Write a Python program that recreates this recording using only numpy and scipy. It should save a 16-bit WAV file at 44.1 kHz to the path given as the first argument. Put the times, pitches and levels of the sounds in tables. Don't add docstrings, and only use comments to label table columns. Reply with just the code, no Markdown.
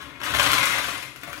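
import sys
import numpy as np
from scipy import signal
from scipy.fft import rfft, irfft
from scipy.io import wavfile

SR = 44100
rng = np.random.default_rng(int(sys.argv[2]) if len(sys.argv) > 2 else 0)


def waveform_to_disk(signal):
    frames = np.transpose(np.atleast_2d(signal))
    scaled = np.clip(frames, -1, 1) * 32767
    samples = np.round(scaled).astype(np.int16)
    wavfile.write(sys.argv[1], SR, samples)


N = 61739
TOP_HZ = 15850

# f/Hz, level/dB
CONTACT_TONE = [(30, -33.5), (200, -18), (450, -13.5), (800, -11), (1050, -2.5), (1600, -2.5), (2600, -4.5),
                (3700, -7), (5000, -18.5), (8500, -23.5), (15500, -29.5)]
# t/s, strength/dB, extra grit/dB
KNOCKS = [(0.202, -24.5, -22), (0.214, -22, -2), (0.233, -14.5, 4), (0.262, -25, -15), (0.307, -19, -1),
          (0.337, -9.5, -5), (.347, -5.5, -10), (0.386, -9.5, 1), (.396, -2, -3), (.441, -8, -19),
          (0.463, -8, -17), (0.471, -11.5, -19), (0.515, -13, 15.5), (.531, -3.5, 6), (.550, -14, 11),
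          (.581, -9, 6.5), (.629, -6, 0), (.668, -9.5, -8), (.783, -10, -10), (.793, -20, -17),
          (0.841, -16.5, -6), (.891, -19, -7.5), (1.027, -25, 11)]
# t/s, strength/dB, extra grit/dB, tube ring/dB
CLANKS = [(.884, -14.5, -7, -35.5), (1.159, -25, 5, -56), (1.233, -19.5, 2.5, -44),
          (1.276, -27.5, -12, -36.5), (1.295, -27, -7, -55), (1.330, -18, -7, -55), (1.377, -30, 2, -47)]


def amp(db):
    return 10 ** (np.asarray(db) / 20)


def unit(x):
    return x / np.sqrt(np.mean(x ** 2) + 1e-20)


def level(points):
    return amp(np.interp(np.arange(N) / SR, *np.transpose(points)))


def read(points, hz):
    f, value = np.transpose(points)
    return np.interp(np.log(hz + 1), np.log(f + 1), value)


def add(mix, s, sound):
    part = mix[max(round(s * SR), 0):][:len(sound)]
    part += sound[:len(part)]


def colour(x, tone, rings=(), size=8192):
    hz = abs(np.fft.fftfreq(size, 1 / SR))
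    boost = 1 + sum(amp(db) ** 2 / (1 + (2 * (hz - f) / width) ** 2) for f, width, db in rings)
    log_gain = np.log(amp(read(tone, hz)) * np.sqrt(boost))
    spectrum = np.exp(np.conj(signal.hilbert(log_gain)))
    taps = np.fft.ifft(spectrum).real[:size // 2]
    return signal.fftconvolve(x, taps / np.linalg.norm(taps))[:N]


def wander(rate_hz=66.6):
    hz = np.fft.rfftfreq(N, 1 / SR)
    return unit(irfft(rfft(rng.standard_normal(N)) * np.exp(-(hz / rate_hz) ** 2), N))


def impacts(per_s, spread_db, largest=2.6):
    size = amp(spread_db * np.minimum(rng.exponential(1, N), largest))
    return unit(size * rng.choice([-1., 1.], N) * (rng.random(N) < per_s / SR))


def burst(rise_s, size=1500):
    age = np.arange(size) / SR / rise_s
    rattle = rng.standard_normal(size) * age * np.exp(-age)
    return rattle / np.linalg.norm(rattle)


def chatter(bunching_db=1):
    return unit(impacts(per_s=3500, spread_db=3) * amp(bunching_db * wander()))


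def frame(dull_hz=3000, dull_power=0.34):
    # t/s, level/dB
    rolling = [(0, -35), (.11, -40.5), (.19, -44), (.225, -33.5), (.28, -23), (.33, -30), (.42, -20),
               (.55, -25.5), (.66, -25.5), (.77, -23.5), (.85, -37), (.95, -31), (1.045, -39.5),
               (1.11, -60), (1.22, -43), (1.27, -38), (1.4, -38)]
    # f/Hz, width/Hz, boost/dB
    frame_rings = [(525, 30, 8.5), (579.6, 18, 13), (725, 18, 8), (1000, 40, 4.5), (1090, 23, 3),
                   (1424, 65, 3), (3374, 50, 7)]
    force, effort = chatter(), level(rolling)
    lows = signal.sosfiltfilt(signal.butter(2, dull_hz, fs=SR, output="sos"), force)
    highs = (force - lows) * (effort / effort.max()) ** dull_power
    return colour((lows + highs) * effort * amp(-4), CONTACT_TONE, frame_rings)


def wheels(peak_s=0.66, fade_db_per_s=47):
    # f/Hz, width/Hz, boost/dB
    wheel_rings = [(2032, 31, 16), (2108, 53, 21), (2473, 24, 20.5)]
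    swell_db = -29 - fade_db_per_s * abs(np.arange(N) / SR - peak_s)
    return colour(chatter() * amp(swell_db), CONTACT_TONE, wheel_rings)


def crackle(grains_per_s=3000, pitches=24, lowest_hz=990, decay_s=0.00047):
    t = np.arange(0, 10 * decay_s, 1 / SR)
    ticks = np.zeros(N)
    for hz in np.linspace(lowest_hz, TOP_HZ, pitches):
        tick = np.cos(2 * np.pi * hz * t) * np.exp(-t / decay_s)
        ticks += signal.fftconvolve(impacts(grains_per_s / pitches, spread_db=2.5), tick)[:N]
    return unit(ticks)


def grit(clump_db=1.5):
    # t/s, level/dB
    crushing = [(0, -45.5), (.12, -67), (.205, -59), (.24, -38.5), (.33, -36.5), (.42, -28.5), (.54, -32.5),
                (.68, -32.5), (.9, -39), (1.03, -44.5), (1.14, -59.5), (1.22, -50.5), (1.4, -46.5)]
    # f/Hz, level/dB
    sand_tone = [(500, -43), (2500, 10), (4200, 6.5), (7000, 1), (8800, -2.5), (9700, 4), (11000, 3),
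                 (13000, -4.5), (15800, -9.5)]
    # t/s, strength/dB
    large_grains = [(0.245, -27.5), (0.43, -13), (.655, -14.5), (.667, -29)]
    # f/Hz, level/dB
    snap_tone = [(1000, -20), (5000, -2), (9900, 3), (13000, -8.5)]
    sand = unit(crackle() * amp(clump_db * wander())) * level(crushing) * amp(-1)
    for s, db, grit_db, *_ in KNOCKS + CLANKS:
        add(sand, s, amp(db + grit_db + 1) * burst(rise_s=0.0024))
    cracks = np.zeros(N)
    for s, db in large_grains:
        add(cracks, s, amp(db + 14.5) * burst(rise_s=0.00091))
    return colour(sand, sand_tone) + colour(cracks, snap_tone)


def rumble():
    # t/s, level/dB
    load = [(0, -54), (.2, -52.5), (.34, -41), (.48, -39.5), (.65, -44), (.84, -46.5), (.93, -47),
            (1.12, -60), (1.4, -49.5)]
    # f/Hz, level/dB
    floor_tone = [(33, -39), (48, -13.5), (66, 2.5), (85, -8), (122, 0.5), (165, -10.5), (260, -14),
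                  (600, -19.5), (4000, -95)]
    # f/Hz, width/Hz, boost/dB
    boom = [(286.6, 18.8, 19)]
    return unit(colour(rng.standard_normal(N), floor_tone, boom)) * level(load) * amp(3)


def background():
    # f/Hz, level/dB
    air_tone = [(25, -29), (60, -28), (143, 2.5), (190, -27.5), (290, -1.5), (800, -23), (4000, -33),
                (15000, -39)]
    return amp(-54) * unit(colour(rng.standard_normal(N), air_tone))


def knocks():
    # f/Hz, width/Hz, boost/dB
    clatter = [(571, 29, 11), (1080, 46, 5), (1593, 80, 6), (2260, 210, 3.5), (3270, 56, 4.5)]
    force = np.zeros(N)
    for s, db, _ in KNOCKS:
        add(force, s, amp(db + 14) * burst(rise_s=0.0015))
    return colour(force, CONTACT_TONE, clatter)


def handle():
    # f/Hz, level/dB
    blow_tone = [(80, -20), (300, -21), (850, -27), (1100, -8), (2500, -6.5), (4500, -29.5), (15000, -25.5)]
    # f/Hz, width/Hz, boost/dB
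    socket_rings = [(1150, 78, 8.5), (1490, 77, 6.5)]
    # f/Hz, level/dB, time to fade by 60 dB/s
    tube_notes = [(585, -4, 0.18), (701, 1, 0.14)]
    t = np.arange(SR // 2) / SR
    tube = sum(amp(db - 60 * t / fade_s) * np.sin(2 * np.pi * hz * t) for hz, db, fade_s in tube_notes)
    force, ring = np.zeros(N), np.zeros(N)
    for s, db, _, ring_db in CLANKS:
        add(force, s, amp(db + 13.5) * burst(rise_s=0.0012))
        add(ring, s, amp(ring_db) * tube)
    return colour(force, blow_tone, socket_rings) + ring


def garage(x, alike_below_hz=1000, scatter_s=0.0046, build_s=0.013, left_lag_s=0.00015):
    # f/Hz, t/s
    echo_times = [(100, 0.55), (1000, 0.62), (4000, 0.6), (14000, 0.49)]
    t = np.arange(SR // 2) / SR
    hz = np.fft.rfftfreq(len(t), 1 / SR)
    alike = 1 / (1 + (hz / alike_below_hz) ** 2)
    noise = rfft(rng.standard_normal((2, 2, len(t))))
    noise[:, 1] = alike * noise[:, 0] + np.sqrt(1 - alike ** 2) * noise[:, 1]
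    early, late = irfft(noise, len(t))
    early = early * (t / scatter_s) * np.exp(-t / scatter_s)
    band_hz, age_s, bands = signal.stft(late, SR, nperseg=256)
    bands = bands * amp(-60 * age_s / read(echo_times, band_hz)[:, None])
    late = signal.istft(bands, SR)[1][:, :len(t)] * (1 - np.exp(-t / build_s))
    direct = np.sinc((t - np.array([[left_lag_s], [0]])) * SR)
    paths = direct + amp(1) * early / np.linalg.norm(early[0]) + amp(0.5) * late / np.linalg.norm(late[0])
    return signal.fftconvolve(x[None], paths / np.linalg.norm(paths[0]), axes=1)[:, :N]


def scene(places=30):
    jack = frame() + wheels() + knocks() + handle() + grit()
    position = np.linspace(0, places - 1, N)
    heard = np.zeros((2, N))
    for place in range(places):
        nearness = np.cos(np.pi / 2 * np.minimum(abs(position - place), 1))
        heard += garage(jack * nearness)
    return heard + background() + rumble()


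def record(dry):
    # f/Hz, level/dB
    right_tone = [(60, -12.5), (300, -10.5), (800, -9.5), (1030, -7), (1250, -9.5), (2500, -7.5),
                  (4500, -6), (8300, -0.5), (9200, -14.5), (15000, -5)]
    hz = np.fft.rfftfreq(2 * N, 1 / SR)
    left = dry[0] * amp(4)
    right = irfft(rfft(dry[1], 2 * N) * amp(read(right_tone, hz)))[:N]
    treble_cut = signal.firwin(511, TOP_HZ, window=("kaiser", 9), fs=SR)
    return signal.oaconvolve(np.array([left, right]), treble_cut[None], "same", axes=1)


dry = scene()
out = record(dry)
waveform_to_disk(out)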